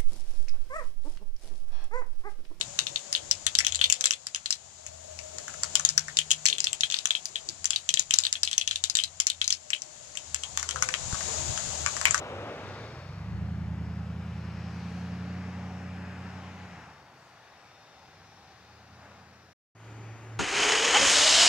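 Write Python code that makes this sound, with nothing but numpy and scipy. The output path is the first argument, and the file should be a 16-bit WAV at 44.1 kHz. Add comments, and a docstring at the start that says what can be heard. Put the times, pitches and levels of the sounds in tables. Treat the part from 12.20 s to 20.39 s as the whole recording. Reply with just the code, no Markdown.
"""A V8 truck crosses a quiet pasture, some way off. At first its fan roars while light wind hisses in dry
grass. The engine revs up and pulls, its uneven exhaust puffs burbling and its engine bay rushing, as gusts
nudge the microphone and two faint whistles sound. The grass rustles now and then. Near five seconds the
engine drops to idle, then picks up again. Just after seven seconds the sound breaks off for a moment;
it returns with the engine humming at low speed and one more whistle."""
import sys
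import numpy as np
from scipy import signal
from scipy.fft import rfft, irfft, next_fast_len
from scipy.io import wavfile
from scipy.ndimage import uniform_filter1d, map_coordinates

SR = 44100
rng = np.random.default_rng(int(sys.argv[2]) if len(sys.argv) > 2 else 0)


def to_wav(sig):
    """Store sig (one row per channel, or 1-D mono) as 16-bit WAV at the path in sys.argv[1].

    Samples outside -1..1 are clipped; the rate is SR.
    """
    pcm = np.clip(np.atleast_2d(sig), -1, 1) * 32767
    pcm = np.round(pcm).astype(np.int16)
    wavfile.write(sys.argv[1], SR, pcm.T)  # frames by channels


N = 361179
TIME = np.arange(N) / SR
PAUSE_START_S, PAUSE_END_S = 7.331, 7.551

# How alike the high hiss is in both ears. Each row: frequency in Hz, likeness (1 is identical).
TREBLE_LIKENESS = [(3000, 0.5), (5000, 0.47), (6200, 0.25), (7200, 0.81), (9500, 0.84), (12000, 0.73)]


def amp(db):
    """Turn decibels into a gain to multiply by."""
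    return 10 ** (np.asarray(db) / 20)


def unit(x):
    """Scale a sound to an average (rms) level of 1."""
    return x / np.sqrt(np.mean(x ** 2) + 1e-20)


def along(points, hz):
    """Read between rows of (Hz, value), with octaves evenly spaced."""
    freqs, values = np.transpose(points)
    return np.interp(np.log(hz + 1), np.log(freqs + 1), values)


def curve(table):
    """Join rows of (seconds, value) with straight lines."""
    return np.interp(TIME, *np.transpose(table))


def control(table, late_value):
    """Follow a table until the middle of the pause, then switch to late_value."""
    return np.where(TIME > (PAUSE_START_S + PAUSE_END_S) / 2, late_value, curve(table))


def swell(middle_s, length_s):
    """One smooth rise from 0 to 1 and back."""
    return np.cos(np.pi * np.clip((TIME - middle_s) / length_s, -.5, .5))


def swells(table):
    """Add up one swell for each row of (middle in seconds, length in seconds, dB)."""
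    return sum(amp(db) * swell(middle, length) for middle, length, db in table)


def wobble(rate):
    """A smooth curve through `rate` random values a second."""
    knots = rng.standard_normal(int(N * rate / SR) + 4)
    steps = np.linspace(0, len(knots) - 1, 10 * len(knots))
    return np.interp(TIME * rate, steps, map_coordinates(knots, [steps]))


def filtered(x, response):
    """Turn each frequency up or down by the gain response(hz)."""
    size = next_fast_len(N + SR // 2)
    return irfft(rfft(x, size) * response(np.fft.rfftfreq(size, 1 / SR)), size)[..., :N]


def noise(spectrum, likeness, patchy_db):
    """Stereo noise of level 1, with louder and softer patches drifting through it."""
    bands = signal.stft(rng.standard_normal((2, N)), nperseg=512)[2]
    patches = uniform_filter1d(rng.standard_normal(bands.shape[1:]), size=5, axis=0)
    patches = uniform_filter1d(patches, size=50, axis=1)
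    pair = signal.istft(bands * amp(patchy_db * unit(patches)), nperseg=512)[1][:, :N]

    def response(hz):
        """The less alike the ears are, the more goes to the side signal."""
        turn = np.arccos(np.clip(along(likeness, hz), -1, 1)) / 2
        return amp(along(spectrum, hz)) * [np.cos(turn), np.sin(turn)]

    mid, side = filtered(pair, response)
    return unit(np.array([mid + side, mid - side]))


def airflow(cycle, load_db, rush_db):
    """Fan roar, rolling rumble and the engine bay's rush, throbbing slightly with the firings."""
    # The tone of each noise. Each row: frequency in Hz, relative level in dB.
    fan_tone = [(40, -32.5), (90, 9), (200, -2), (330, -0.5), (430, 3.5), (520, 4.5), (620, 4.5), (720, -3),
                (950, -3.5), (1200, -2.5), (1700, -15), (2400, -24), (3800, -16), (6000, -54)]
    rumble_tone = [(25, -12.5), (45, -11), (80, 4.5), (150, 8), (250, 2.5), (350, -1), (470, 0), (600, -4),
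                   (750, -11.5), (1000, -22.5), (2000, -70)]
    bay_tone = [(300, -58), (550, -5.5), (780, 3.5), (1000, -0.5), (1250, -1), (1700, -2), (2050, -4.5),
                (2400, -4.5), (2850, -8), (3200, -12.5), (4200, -29), (8000, -84)]
    # How alike both ears are. Each row: frequency in Hz, likeness (1 is identical).
    likeness = [(200, 0.95), (700, 0.98), (1400, 0.86), (3000, 0.7), (6000, .3)]
    roar_db = -41 - 15.5 * TIME ** 2  # dies away ever faster as the truck pulls off
    rumble_db = 1.4 + rush_db + 0.26 * (load_db - rush_db)  # partly follows the load
    fan = amp(roar_db) * noise(fan_tone, likeness, patchy_db=-1.5)
    rumble = amp(rumble_db) * noise(rumble_tone, [(30, 0.85), (120, 1.0), (700, 0.93)], patchy_db=0)
    bay = amp(rush_db + 7) * noise(bay_tone, likeness, patchy_db=1)
    throb = 1 + 0.062 * np.cos(8 * cycle)
    return (fan + rumble + bay) * throb


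def exhaust(cycle, firing_hz, load_db):
    """Eight even firings a cycle boom and drone; one cylinder bank's uneven beat adds the burble."""
    # The pipe's two resonances. Each row: frequency in Hz, relative level in dB.
    pipe = [(47, -7), (55, -8), (65, -11.5), (83, 0.5), (88, 0), (91, 6), (97, 22), (112, 27), (130, 12),
            (164, -1.5), (174, 6), (182, 9)]
    # Tones above the boom. Each row: multiple of the firing rate, relative level in dB.
    overtone_levels = [(3, -16), (4, -36), (5, -23.5), (6, -34.5), (8, -28), (9, -33)]
    # Tones of the burble. Each row: multiple of the engine's cycle rate, relative level in dB.
    burble_levels = [(5, -19.5), (7, -28.5), (9, -13), (10, -29.5), (11, -1.5), (12, -17.5), (13, -12),
                     (14, -25.5), (15, -20.5), (17, -13.5), (18, -14), (19, -5), (20, -15), (21, -27.5),
                     (23, -19.5), (26, -22.5), (29, -27.5), (34, -26)]
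    # boom and burble come with the throttle; off it, mostly the drone is left
    speed_gain = uniform_filter1d(np.gradient(firing_hz) * SR, size=SR // 6)
    throttle_db = 0.17 * np.clip(speed_gain, -60, 60)
    boom = amp(along(pipe, firing_hz) + throttle_db)
    drone = amp(along(pipe, 2 * firing_hz) + 0.44 * (load_db - load_db.max()))
    burble = amp(throttle_db)
    gain = amp(load_db - 1) / np.sqrt(boom ** 2 + drone ** 2 + burble ** 2)  # the load sets the total

    def tone(multiple, phase=0):
        """A tone lags as it climbs through the pipe's resonance, so the chug smooths into a hum."""
        pipe_hz, width_hz = 210, 40
        lag = 2 * np.arctan(2 * (multiple * firing_hz / 8 - pipe_hz) / width_hz) - 5 * np.pi / 9
        return np.sqrt(2) * np.cos(multiple * cycle + phase - lag)

    overtones = sum(amp(db) * tone(8 * multiple) for multiple, db in overtone_levels)
    sharp_db = 2.5 + 1.1 * (firing_hz - firing_hz.max())  # firings sharpen toward top speed
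    flutter_db = 0.7 * wobble(13)
    even = boom * (tone(8) + amp(sharp_db + flutter_db) * overtones) + drone * tone(16)
    # the burble's tones add up to puffs at the points in the cycle where the nearer bank fires
    bank = np.array([0, 2, 5, 7]) / 8
    timing = lambda multiple: np.angle(np.exp(-2j * np.pi * multiple * bank).sum())
    uneven = sum(amp(db) * tone(multiple, timing(multiple)) for multiple, db in burble_levels)
    roughness = 1 + 0.06 * wobble(70)  # no two firings are equally strong
    return gain * (even + burble * uneven) * roughness


def truck(rush_db):
    """The turning engine times both the exhaust and the throb of the air."""
    # Engine speed. Each row: time in seconds, firings per second.
    speed = [(0.0, 47.3), (0.32, 47.9), (0.53, 49.3), (0.83, 65.6), (1.1, 77.7), (1.28, 82.1), (2.27, 83.6),
             (2.64, 88.0), (3.21, 90.5), (4.47, 90.9), (4.82, 69.8), (5.02, 62.6), (5.61, 54.5),
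             (5.77, 57.9), (6.1, 72.5), (6.34, 75.4), (6.65, 86.6), (7.3, 86.6)]
    # Engine load before and after the pause. Each row: time in seconds, relative exhaust level in dB.
    load = [(0.1, -51), (0.4, -58), (0.64, -42.5), (0.68, -47), (1.22, -32.5), (2.34, -37), (3.03, -35.5),
            (4.11, -41.5), (4.53, -47), (4.83, -66), (5.67, -75), (6.02, -60), (6.12, -66.5), (6.72, -56.5),
            (7.3, -62.5)]
    late_load = [(7.57, -45), (7.588, -46.5), (7.94, -42.5), (7.978, -49.5), (8.18, -38)]
    firing_hz = control(speed, late_value=55.6)
    load_db = control(load, curve(late_load))
    cycle = 2 * np.pi * np.cumsum(firing_hz / 8) / SR
    return exhaust(cycle, firing_hz, load_db) + airflow(cycle, load_db, rush_db)


def hiss_and_fizz(rush_db):
    """A high hiss that follows the wind, and a fine fizz that rises with the engine's rush."""
    # Wind strength. Each row: time in seconds, relative level in dB.
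    wind = [(0.1, -63.5), (0.56, -58.5), (1.16, -68.5), (1.98, -67.5), (2.63, -61.5), (3.95, -66),
            (4.09, -62.5), (4.91, -68.5), (6.08, -64), (7.3, -69)]
    # The tone of each noise. Each row: frequency in Hz, relative level in dB.
    hiss_tone = [(2200, -16), (3200, 0), (3650, 6), (4000, 4), (4600, 5.5), (5500, 4), (6300, 0),
                 (7000, -23.5), (8500, -42.5)]
    fizz_tone = [(4500, -29), (6700, 9), (7500, 2), (8500, -2), (10000, -9.5), (13000, -22.5), (16000, -20)]
    # How wide the fizz spreads. Each row: time in seconds, gain of the side signal in dB.
    spread = [(0, -7), (4.6, -15), (5.1, 6.5), (7.3, 11), (7.55, 14.5)]
    wind_db = control(wind, late_value=-68.5)
    wind_lead_db = wind_db - rush_db
    fizz_db = rush_db - 15.5 + 0.14 * (wind_lead_db - wind_lead_db.mean())
    hiss = amp(wind_db + 1.32) * noise(hiss_tone, TREBLE_LIKENESS, patchy_db=1.5)
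    fizz = amp(fizz_db) * noise(fizz_tone, TREBLE_LIKENESS, patchy_db=0.5)
    centre = fizz.mean(axis=0)
    return hiss, centre + amp(curve(spread)) * (fizz - centre)


def valley_hush():
    """The steady, far-off hush of the valley."""
    # Its tone. Each row: frequency in Hz, relative level in dB.
    hush_tone = [(25, -17.5), (60, -11), (120, -19.5), (250, 1.5), (500, 5), (680, 6.5), (790, 2), (920, 3),
                 (1400, 3.5), (2200, -13.5), (7000, -23.5), (11000, -23.5), (16000, -27)]
    return amp(-62.5) * noise(hush_tone, [(100, 0.9), (1500, 1.0), (10000, 1.0)], patchy_db=0.5)


def whines():
    """Fuzzy tones swell and fade in the rush."""
    # Each row: middle in seconds, pitch in Hz, width in Hz, length in seconds, level in dB,
    # glide in Hz per second.
    tones = [(.04, 557, 168.3, .7, -51.5, 2), (0.86, 4420, 420, 1.1, -68, 0),
             (2.3, 4000, 260, 1.4, -77.5, 62), (3.5, 573.4, 50.4, 1.84, -60.5, 0),
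             (4.362, 6580, 604, 0.71, -76, 0.5), (5.42, 7800, 200, .14, -78, 2502),
             (5.663, 3620, 280.4, 0.65, -68.5, 98.5), (6.1, 795, 105.1, 2.3, -64, 3),
             (6.845, 1300, 800, 0.27, -60, 0.5), (6.857, 648, 297.3, 0.39, -61, -1),
             (7.95, 345.7, 149.6, 1.193, -56.5, 0)]
    out = np.zeros(N)
    for middle, hz, width_hz, length, db, glide in tones:
        since = np.clip(TIME - middle, -length / 2, length / 2)
        phase = 2 * np.pi * np.cumsum(hz + glide * since) / SR
        fuzz = wobble(width_hz) * np.cos(phase) + wobble(width_hz) * np.sin(phase)
        out += amp(db) * swell(middle, length) * fuzz
    return out


def from_direction(pair):
    """Sound from one side reaches the far ear a little later."""
    # The truck's direction. Each row: time in seconds, milliseconds the left ear lags the right.
    direction = [(0, -0.14), (.5, -0.071), (1.2, -0.06), (2.2, -0.024), (3, 0.034), (7.3, 0.059),
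                 (7.55, -0.023)]
    shift = curve(direction) / 1000 * SR / 2  # each ear takes half of the lag
    return np.array([map_coordinates(ear, [np.arange(N) - sign * shift], mode="nearest")
                     for ear, sign in zip(pair, (1, -1))])


def buffeting():
    """Gusts thump each side of the microphone separately, with a faint breeze between them."""
    # Each row: middle in seconds, length in seconds, relative level in dB.
    gusts = [(.47, 0.081, -44), (1.17, .25, -39), (1.5, 1, -45.5), (2.2, 0.53, -56), (7.0, .6, -71.5),
             (8.15, 1, -56)]
    # Their tone. Each row: frequency in Hz, relative level in dB.
    gust_tone = [(20, -24), (45, -5), (70, 3), (110, 6.5), (160, -5.5), (230, -20.5), (400, -31),
                 (800, -74.5)]
    lumps = amp(4.9 * np.array([wobble(14), wobble(12)]))
    strength = amp(-85) + amp(-7) * swells(gusts)
    return strength * unit(lumps * noise(gust_tone, [(30, 0.0038)], patchy_db=1.5))


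def whistles():
    """Soft, slightly wavering whistles, far off to the right."""
    # Each row: middle in seconds, pitch in Hz, length in seconds, relative level in dB.
    notes = [(1.186, 1285, 0.099, -62), (1.84, 1280, 0.15, -58), (7.7, 1426, 0.17, -61)]
    out = np.zeros(N)
    for middle, hz, length, db in notes:
        pitch_hz = hz * (1 + 0.0089 * wobble(40))
        out += amp(db) * swell(middle, length) * np.sin(2 * np.pi * np.cumsum(pitch_hz) / SR)
    return out * amp([[-6], [3]])


def rustles():
    """Dry grass stirs briefly."""
    # Each row: middle in seconds, length in seconds, level in dB.
    stirs = [(2.75, 0.73, -73), (5.05, 0.2, -73.5), (6.2, .15, -82), (7.62, 0.46, -72.5), (8.06, .2, -74.5)]
    # Their tone. Each row: frequency in Hz, relative level in dB.
    rustle_tone = [(3500, -18), (6000, 4.5), (8000, 1), (10500, -7), (13000, -15), (16000, -20.5)]
    return swells(stirs) * noise(rustle_tone, TREBLE_LIKENESS, patchy_db=5)


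def scene():
    """Truck and pasture, brighter on the left, with gusts at the microphone."""
    # The engine bay's rush. Each row: time in seconds, relative level in dB.
    bay_rush = [(0.1, -52), (0.54, -54.5), (0.92, -60.5), (1.44, -60.5), (2.71, -57), (4.59, -56.5),
                (4.83, -64), (6.76, -66), (6.84, -61.5), (7.3, -68)]
    # Left-right balance. Each row: frequency in Hz, dB by which the left is louder.
    balance = [(400, -0.5), (700, 0.4), (1500, 4.5), (2300, 4), (2700, 2), (3600, 5), (5800, 7.5),
               (7200, 0), (9000, -1.8), (14000, 0)]
    rush_db = control(bay_rush, late_value=-60.5)
    hiss, fizz = hiss_and_fizz(rush_db)
    surround = fizz + valley_hush()
    directed = from_direction(truck(rush_db) + hiss + whines())
    lean = lambda hz: amp(np.outer([.5, -.5], along(balance, hz)))
    return filtered(directed + surround + rustles(), lean) + whistles() + buffeting()


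def record(dry):
    """The sound drops out, comes back softer and swells to full level; the highest treble is cut."""
    return_db, return_s, top_hz = -8, 0.063, 15700
    recovery = amp(return_db * np.exp(-np.abs(TIME - PAUSE_END_S) / return_s))
    gain = (TIME < PAUSE_START_S) + (TIME > PAUSE_END_S) * recovery
    return filtered(dry * uniform_filter1d(gain, size=128), lambda hz: hz < top_hz)


dry = scene()
out = record(dry)
to_wav(out)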